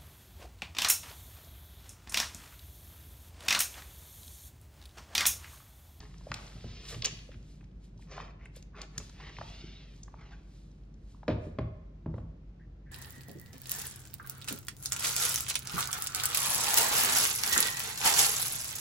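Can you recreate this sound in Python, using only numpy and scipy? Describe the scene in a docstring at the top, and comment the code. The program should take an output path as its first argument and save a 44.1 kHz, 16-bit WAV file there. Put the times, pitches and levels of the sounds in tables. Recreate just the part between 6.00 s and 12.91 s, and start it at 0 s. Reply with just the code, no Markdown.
"""Over a low hum in a living room with a wooden floor, a large dog snuffles at a rubber ball on a strap, close to a phone.
Paws pad, teeth and lips click, rubber scuffs, fur and strap rustle; a puff of air buffets the microphones at 1 s.
From 5.3 s the swung ball thumps down, bounces and settles; the boards boom and the room rings.
Noise through resonances makes breath, fur and contacts; decaying sines make the boards."""
import sys
import numpy as np
from scipy import signal
from scipy.fft import rfft, irfft
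from scipy.io import wavfile
from scipy.ndimage import map_coordinates

SR = 44100
rng = np.random.default_rng(int(sys.argv[2]) if len(sys.argv) > 2 else 0)


def pcm_store(signal):
    """Save signal as 16-bit PCM."""
    levels = np.round(np.clip(np.atleast_2d(signal), -1, 1) * 32767)
    wavfile.write(sys.argv[1], SR, levels.astype(np.int16).T)


N = 304849
TIME = np.arange(N) / SR


def undb(db):
    """Decibels to gain."""
    return 10 ** (np.asarray(db) / 20)


def unit(x):
    """Scale to rms 1."""
    return x / np.sqrt(np.mean(x ** 2))


def freqs(size):
    """Bin frequencies in Hz, kept at 1 or above."""
    return np.maximum(np.arange(size // 2 + 1) * SR / size, 1)


def lookup(points, hz):
    """Read (Hz, value) points on a log-frequency axis."""
    point_hz, value = np.transpose(points)
    return np.interp(np.log(hz), np.log(point_hz), value)


def colour(x, gain):
    """Filter by a gain per bin."""
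    return irfft(rfft(x) * gain, x.shape[-1])


def causal(gain):
    """Minimum-phase impulse response with this gain per bin, by folding the cepstrum."""
    cepstrum = irfft(np.log(gain + 1e-6))
    half = len(cepstrum) // 2
    cepstrum[1:half] *= 2
    cepstrum[half + 1:] = 0
    return irfft(np.exp(rfft(cepstrum)))


def bump(f, hz, octaves):
    """Broad resonance with steep skirts: about -6 dB at the given octaves either side."""
    return (1 + (np.log2(f / hz) / octaves) ** 2 / 4) ** -3


def sweep(x, centre_hz, octaves):
    """Pass x through a broad resonance whose centre moves."""
    f, t, frames = signal.stft(x, SR, nperseg=256)
    centre = np.interp(t, TIME[:len(x)], centre_hz)
    gain = bump(np.maximum(f, 1)[:, None], centre, octaves)
    return signal.istft(frames * gain, SR)[1][:len(x)]


def swell(age_s, length_s, rise):
    """Distance from a gesture's peak, in rise times before it and fall times after it."""
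    rise = np.clip(rise, .1, .9)
    return np.abs(age_s) / (length_s * np.where(age_s < 0, rise, 1 - rise))


def add(track, s, x):
    """Mix x into the track at time s."""
    i = max(int(s * SR), 0)
    track[i:i + len(x)] += x[:max(N - i, 0)]


def burst(gain, ms, grain_db, snap):
    """Contact: one snap and a quick train of tiny slips through a resonance; rms 1 over ms."""
    size = 2 * (len(gain) - 1)
    age = np.arange(size) / SR / (ms / 1000)
    grip = np.sqrt(age) * np.exp(-np.minimum(age, 10) ** 2 * 2)
    grain = undb(grain_db * rng.standard_normal(size))
    slips = rng.standard_normal(size) * grain * grip
    slips /= np.sqrt(np.sum(slips ** 2))
    slips[int(ms / 1000 * SR) // 10] += snap
    x = signal.fftconvolve(slips, causal(gain))[:size]
    return x * np.sqrt(ms / 1000 * SR / np.sum(x ** 2))


def diffuse(x):
    """Two unrelated signals become sound from all around: alike in the bass, apart in the treble."""
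    likeness = .98 / (1 + (freqs(x.shape[-1]) / 540) ** 3)
    mid = colour(x[0], np.sqrt((1 + likeness) / 2))
    side = colour(x[1], np.sqrt((1 - likeness) / 2))
    return np.array([mid + side, mid - side])


# spectrum of the house's rumble: f/Hz, relative level/dB
RUMBLE_SPECTRUM = [(25, -8), (66, -2), (97, -5), (160, -3), (220, -14), (330, -20), (500, -31), (900, -41),
                   (2000, -51), (6000, -66), (13000, -68)]
RUMBLE_DB, HUM_DB, HUM_HZ = -48.5, -42.5, 49.3
HUM_WAVER_DB, HUM_WAVER_HZ = 3.2, 8.9  # rms depth, centre rate


def ambience():
    """House rumble is diffuse shaped noise; an appliance hum is a sine of wavering level."""
    noise = rng.standard_normal((2, N))
    rumble = unit(diffuse(colour(noise, undb(lookup(RUMBLE_SPECTRUM, freqs(N))))))
    waver = unit(colour(rng.standard_normal(N), bump(freqs(N), HUM_WAVER_HZ, octaves=1)))
    hum = unit(np.sin(2 * np.pi * HUM_HZ * TIME) * undb(HUM_WAVER_DB * waver))
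    return undb(RUMBLE_DB) * rumble + undb(HUM_DB) * hum


# reverberation time of the room: f/Hz, t60/s
ROOM_DECAY = [(60, 1), (160, 0.44), (420, 0.84), (1100, 0.77), (3000, 0.71), (7000, 0.32), (13000, 0.043)]


def room(x):
    """Reflections build within a few milliseconds and decay at a rate set per octave band."""
    t, f = TIME[:SR], freqs(size=SR)
    noise, tail = rng.standard_normal((2, SR)), 0
    for hz in 2. ** np.arange(5, 15):
        band = np.maximum(1 - np.abs(np.log2(f / hz)), 0)
        decay = np.exp(-np.log(1000) * t / lookup(ROOM_DECAY, hz))
        tail = tail + colour(noise, band) * decay
    tail = diffuse(tail) * (1 - np.exp(-(t / 0.00073) ** 2))
    tail = tail / np.sqrt(np.sum(tail ** 2) / 2)
    return signal.fftconvolve(x[None], tail, axes=1)[:, :N]


def draught(s=1.0, length_s=0.0623, db=-40, hz=118):
    """As the dog brushes past, a puff of air buffets each microphone port with its own noise."""
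    eddies = unit(colour(rng.standard_normal((2, N)), bump(freqs(N), hz, octaves=0.15)))
    return undb(db) * eddies * np.exp(-((TIME - s) / length_s) ** 2)


# fur and strap slide as the dog shifts: peak t/s, level/dB, length/s
SLIDES = [(0, -64, 0.18), (0.42, -58, 0.38), (0.905, -45, 0.078), (1.15, -61, 0.22), (1.507, -68, 0.13),
          (1.846, -67, 0.054), (2.02, -65, 0.06), (2.568, -56, 0.035), (3.037, -58.5, 0.15),
          (3.49, -65, 0.26), (3.963, -70, 0.18), (4.56, -69, 0.25), (5.11, -70, 0.14), (5.451, -68.5, 0.1),
          (6.17, -76, .08)]
SLIDE_RISE = .4  # share of length


def sliding():
    """Strength of fur and strap sliding: each rub swells and dies away."""
    return sum(undb(db) * np.exp(-swell(TIME - s, length_s, SLIDE_RISE)) for s, db, length_s in SLIDES)


# spectrum of rubbing hair and webbing: f/Hz, relative level/dB
FUR_SPECTRUM = [(1500, -5.5), (4000, -1.5), (6300, -6), (8000, 3), (10000, 1.5), (13000, 1)]


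def fur():
    """Dense tiny grains of hair and webbing rubbing: noise of jumping level, shaped by the sliding."""
    grain_db = 0.72 * np.repeat(rng.standard_normal(N // 64 + 1), 64)[:N]
    grains = rng.standard_normal(N) * undb(grain_db)
    return unit(colour(grains, undb(lookup(FUR_SPECTRUM, freqs(N))))) * sliding()


CLICK_MS = 5.4
TICKS_PER_S, TICK_DB, TICK_SPREAD_DB = 16, -5, -7  # levels against the sliding
TICK_HZ, TICK_SPREAD_OCTAVES, TICK_OCTAVES = 3440, 0.79, .7


def strap(count=200):
    """While it slides the strap catches at random with faint ticks."""
    out, f = np.zeros(N), freqs(size=2048)
    times = np.cumsum(rng.exponential(size=count)) / TICKS_PER_S
    for s, (loud, bright) in zip(times, rng.standard_normal((count, 2))):
        ring = bump(f, TICK_HZ * 2 ** (TICK_SPREAD_OCTAVES * bright), TICK_OCTAVES)
        tick = burst(ring, CLICK_MS, grain_db=4, snap=.35)
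        add(out, s, undb(TICK_DB + TICK_SPREAD_DB * loud) * tick)
    return out * sliding()


# modes of the floorboards: f/Hz, relative level/dB, t60/s
BOARD_MODES = [(53.3, -10, 0.33), (64, -11, 0.41), (81.5, -7, 0.52), (95.6, -2, 0.37), (112.4, 3, 0.22),
               (160, 1.5, 0.26), (225.7, 2.5, 0.21), (248, -0.5, 0.11), (321.5, -3.5, 0.21),
               (392.2, 1, 0.18), (439, -13, 0.11), (522, -10, 0.17), (623, 0, 0.16), (776, -13, .14)]


def boards(corner_hz, build_s):
    """Floor modes ring as decaying sines after one blow; a soft contact weakens the high ones."""
    hz, db, t60_s = np.transpose(BOARD_MODES)[:, :, None]
    t = TIME[:SR]
    hz = hz * (1 + 0.0033 * rng.standard_normal(hz.shape))
    gain = undb(db) / np.sqrt(1 + (hz / corner_hz) ** 4)
    sign = rng.choice([-1, 1], hz.shape)  # swing direction depends on the spot hit
    decay = np.exp(-np.log(1000) * t / t60_s)
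    ring = np.sum(sign * gain * np.sin(2 * np.pi * hz * t) * decay, axis=0)
    return ring * (1 - np.exp(-t / build_s)) / np.sqrt(np.sum(gain ** 2))


# paws and nudges of the ball on the floor: t/s, level/dB
PAW_PADS = [(0.302, -30.5), (0.551, -37.5), (0.645, -29), (0.689, -44.5), (0.959, -31), (1.061, -38.5),
            (1.121, -33.5), (1.346, -35), (1.958, -41), (2.201, -41), (2.973, -31.5), (3.39, -32.5),
            (3.634, -36), (6.429, -51.5)]
PAD_CORNER_HZ = 125


def paws():
    """Soft, slow pushes ring the low floor modes."""
    out = np.zeros(N)
    for s, db in PAW_PADS:
        add(out, s, undb(db) * boards(PAD_CORNER_HZ, build_s=0.0036))
    return out


# nudged rubber scuffs: t/s, level/dB, centre f/Hz, length/ms, half-width/octaves
RUBBER_SCUFFS = [(0.272, -67, 640, 19, 0.52), (0.352, -62.5, 2000, 41, 1.1), (1.314, -70.5, 2050, 42, 0.69),
                 (2.39, -72.5, 1994, 66, 0.24), (2.731, -63, 1180, 117, 0.38), (3.22, -66, 1910, 75, 0.14),
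                 (4.17, -73.5, 1310, 127, 0.4), (4.26, -78, 2720, 36, 0.16), (4.314, -64, 1490, 26, 0.089),
                 (6.59, -75.5, 1700, 66, 0.16), (6.852, -74, 1680, 110, 0.22)]
SCUFF_GLIDE_PER_S = 1.0  # pitch rise as a share of the pitch


def scuffs():
    """Rubber sticks and slips in a gritty, half-pitched squeak that rises as it stretches."""
    out, f = np.zeros(N), freqs(size=8192)
    for s, db, hz, ms, octaves in RUBBER_SCUFFS:
        slips = burst(bump(f, hz, octaves), ms, grain_db=7.5, snap=0)
        t = TIME[:len(slips)]
        read_s = t * (1 + SCUFF_GLIDE_PER_S * t / 2)
        add(out, s, undb(db) * np.interp(read_s, t, slips))
    return out


# teeth, lips and strap click on the toy: t/s, level/dB, centre f/Hz, half-width/octaves
MOUTH_CLICKS = [(0.268, -43.5, 470, 0.5), (0.3162, -36.5, 960, 0.96), (0.3406, -39.5, 4750, 11),
                (0.64, -46, 497, 0.68), (1.0214, -42.5, 3240, 0.66), (1.045, -36, 4360, 1.1),
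                (1.050, -31.5, 3880, 2.8), (1.0559, -33, 6410, 0.39), (1.061, -47, 5570, 1.7),
                (1.289, -49.5, 499, 0.46), (1.316, -62, 1636, 0.74), (1.343, -65, 1615, 0.7),
                (1.545, -80, 2260, 0.18), (1.612, -74, 1485, 0.55), (1.628, -68, 613, 0.42),
                (1.992, -65, 960, 0.28), (2.022, -68.5, 2120, 0.26), (2.178, -41.5, 926, 0.45),
                (2.2, -43.5, 1030, 0.68), (2.454, -62, 9100, 0.25), (2.456, -56, 1960, 0.36),
                (2.561, -47, 11300, 0.45), (2.565, -53, 477, 0.32), (2.625, -58, 9000, 2),
                (2.816, -46.5, 6700, 1.05), (2.979, -50.5, 1270, 0.84), (2.979, -36.5, 8400, 0.89),
                (3.366, -55, 2120, 0.37), (3.385, -45, 636, 0.99), (3.412, -40, 840, 0.59),
                (3.635, -43, 349, 0.22), (4.032, -55, 6630, 0.38), (4.079, -57, 1096, 0.42),
                (4.14, -51, 870, 0.47), (5.145, -62.5, 980, 0.3), (5.231, -50, 770, 0.65)]


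def mouth():
    """Teeth skid on the strap with bright clicks; lips and jaw make duller, hollow ones."""
    out, f = np.zeros(N), freqs(size=4096)
    for s, db, hz, octaves in MOUTH_CLICKS:
        click = burst(bump(f, hz, octaves), CLICK_MS, grain_db=4, snap=.35)
        add(out, s, undb(db) * click)
    return out


HEAD_SWAY_MS, HEAD_SWAY_HZ = .35, .8


def floor_echo(x, share):
    """Floor and dog's body return two copies milliseconds later; head motion varies the delays."""
    t, out = TIME[:len(x)], x
    delays_s = rng.uniform([.001, .005], [.003, .009])
    for delay_s, turn in zip(delays_s, rng.random(2)):
        late_s = delay_s + HEAD_SWAY_MS / 1000 * np.sin(2 * np.pi * (HEAD_SWAY_HZ * t + turn))
        out = out + share * map_coordinates(x, [(t - late_s) * SR], order=3)
    return out / np.sqrt(1 + 2 * share ** 2)


# snuffles: peak t/s, length/s, hollow level/dB, hiss level/dB, hiss centre f/Hz,
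# hiss half-width/octaves, hiss glide/(octaves/s)
SNUFFLES = [(-0.019, 0.27, -60, -93, 2920, 0.56, -9), (0.413, 0.31, -59, -86, 3700, .83, -3),
            (0.785, 0.45, -64, -64.5, 2950, 0.89, 0), (0.933, 0.065, -54, -81, 3900, .83, 0),
            (1.063, 0.052, -47.5, -49.5, 3000, 0.44, -8), (2.137, 0.076, -53, -68, 4800, 1, -4),
            (2.202, 0.15, -50.5, -68.5, 2860, 0.7, -2.5), (2.443, 0.075, -63.5, -85, 2080, 0.59, -1),
            (2.773, 0.037, -54.5, -66.5, 2400, 0.56, 6.5), (2.816, 0.063, -49.5, -67.5, 2740, 0.41, -2),
            (2.981, 0.082, -56.5, -70.5, 2150, 0.67, 7), (3.245, 0.15, -57, -61.5, 1980, 0.67, 1),
            (3.56, 0.61, -67.5, -63.5, 2850, 0.79, -0.4), (3.786, 0.13, -75, -71.5, 3820, 0.11, .6),
            (4.282, 0.25, -63, -75.5, 2300, 1, 1)]
# resonances of the muzzle: f/Hz, width/Hz, relative level/dB
MUZZLE_MODES = [(420, 45, 17), (637, 39, 6), (762, 36, 9.5), (1094, 47, 6), (1312, 95, 2),
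                (1140, 529, -3.5), (1875, 660, -6.5), (2150, 550, -5)]
MUZZLE_SPREAD = 0.032  # random share by which a snuffle moves the modes
SNUFF_RISE = 0.51  # share of length


def muzzle(f):
    """Gain of the muzzle's resonances, shifted together at random, summed as powers."""
    shape = 1 + MUZZLE_SPREAD * rng.standard_normal()
    power = 0
    for hz, width_hz, db in MUZZLE_MODES:
        power = power + undb(2 * db) / (1 + (2 * (f - shape * hz) / width_hz) ** 2) ** 0.89
    return np.sqrt(power)


def nose(flutter_db=2.5, wet_db=4, hiss_wet_db=1.5, surge_db=1.0, surge_hz=20):
    """Turbulent air excites the muzzle and hisses at moist nostrils: it surges, flutters, crackles, glides."""
    out, f = np.zeros(N), freqs(size=2 * SR)
    t = np.arange(2 * SR) / SR
    roll_off = 1 / np.sqrt(1 + (f / 7000) ** 20)
    for s, length_s, hollow_db, hiss_db, hiss_hz, octaves, glide in SNUFFLES:
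        start_s = max(s - 1, 0)
        age_s = start_s + t - s
        noise = rng.standard_normal((5, len(t)))
        crackle = np.repeat(noise[3, ::100], 100)
        flutter = undb(flutter_db * unit(colour(noise[2], 1 / (1 + (f / 60) ** 2))))
        surge = undb(surge_db * unit(colour(noise[4], bump(f, surge_hz, octaves=1.0))))
        flow = np.exp(-swell(age_s, length_s, SNUFF_RISE) ** 2) * surge
        breath = colour(noise[0] * undb(wet_db * crackle), muzzle(f))
        hollow = undb(hollow_db) * unit(flutter * breath)
        centre_hz = hiss_hz * 2 ** (glide * np.clip(age_s, -length_s, length_s))
        spray = sweep(noise[1] * undb(hiss_wet_db * crackle), centre_hz, octaves)
        hiss = undb(hiss_db) * unit(colour(spray, roll_off))
        add(out, start_s, floor_echo(flow * (hollow + hiss), share=0.78))
    return out


# ball landings: t/s, board boom level/dB, contact corner f/Hz, rubber slap level/dB,
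# slap corner f/Hz, board swing-back level/dB
LANDINGS = [(5.280, -26.5, 720, -27, 3320, -38), (5.288, -23, 340, -23, 380, -16),
            (5.466, -33, 325, -50.5, 590, -53), (5.586, -25, 393, -33.5, 2040, -17),
            (6.060, -25.5, 165.5, -36.5, 906, -20), (6.14, -32, 75, -42.5, 940, -32.5),
            (6.181, -29.5, 65, -46.5, 1210, -35), (6.235, -36, 60, -61.5, 380, -37)]
# spectrum of the hollow ball's slap: f/Hz, relative level/dB
SLAP_SPECTRUM = [(80, -21), (250, 10), (380, 2.5), (490, -0.5), (620, -1.5), (850, -7), (1100, -9),
                 (1500, -13.5), (2400, -19), (4200, -22), (7000, -32), (13000, -18.5)]
REBOUND_S, REBOUND_MAX_HZ = 0.022, 125  # delay, highest corner


def ball(rattle_db=-16):
    """Landings slap the rubber and boom the boards, which swing back; a chatter favours hard slaps."""
    out, f = np.zeros(N), freqs(size=8192)
    hardest_db = max(row[3] for row in LANDINGS)
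    for s, boom_db, contact_hz, slap_db, slap_hz, swing_db in LANDINGS:
        boom = boards(contact_hz, build_s=0.0018)
        add(out, s, undb(boom_db) * boom)
        swing = boards(min(contact_hz, REBOUND_MAX_HZ), build_s=0.012)
        add(out, s + REBOUND_S, undb(swing_db) * swing)
        shell = undb(lookup(SLAP_SPECTRUM, f)) / np.sqrt(1 + (f / slap_hz) ** 4)
        slap = burst(shell, ms=7.1, grain_db=10.5, snap=0.58)
        add(out, s, undb(slap_db) * slap)
        chatter_db = slap_db + rattle_db + 0.047 * (slap_db - hardest_db)
        chatter = burst(shell, ms=57, grain_db=-2.5, snap=0)
        add(out, s, undb(chatter_db) * chatter)
    return out


PORT_LEAD_RAD, PORT_TURN_HZ = 2.714, 4470  # left's lead: upper limit, frequency of half the limit


def ports(x):
    """Direct sound leads at the left port; in the treble the two swing against each other."""
    turn = np.exp(.5j * PORT_LEAD_RAD / (1 + (PORT_TURN_HZ / freqs(N)) ** 3))
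    return np.array([colour(x, turn), colour(x, turn.conj())])


def scene():
    """The muzzle is near the phone; the floor is further off and wetter."""
    floor = ball() + paws()
    clicks = mouth() + strap() + scuffs()
    air = nose() + fur()
    wet = room(undb(-10.5) * floor + undb(-12.0) * clicks + undb(-14.0) * air)
    return ports(floor + clicks + air) + wet + draught() + ambience()


# response of the phone's microphones: f/Hz, level/dB
MIC_RESPONSE = [(30, -15.5), (50, -8), (3000, 7.5), (5000, 10.5), (6400, 10), (7300, 4.5), (8200, 0),
                (11000, -6), (12800, -4.5)]
# stereo widening, gain of the side signal: f/Hz, level/dB
SIDE_GAIN = [(200, -8.5), (400, 2.5), (700, 4), (1150, 1.5), (1700, -5), (2400, 4.5), (3100, 2), (4000, -1),
             (7000, 0.5), (10000, -0.5)]
TOP_HZ = 13500


def record(dry):
    """Microphones colour the sound, the phone alters stereo width by band, and a low-pass cuts the top."""
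    f = freqs(N)
    fade = np.minimum(np.minimum(TIME, TIME[::-1]) / .005, 1)
    left, right = colour(dry * fade, undb(lookup(MIC_RESPONSE, f)))
    mid = (left + right) / 2
    side = colour((left - right) / 2, undb(lookup(SIDE_GAIN, f)))
    low_pass = signal.ellip(8, .2, 70, TOP_HZ, fs=SR, output="sos")
    return signal.sosfilt(low_pass, [mid + side, mid - side])


dry = scene()
out = record(dry)
pcm_store(out)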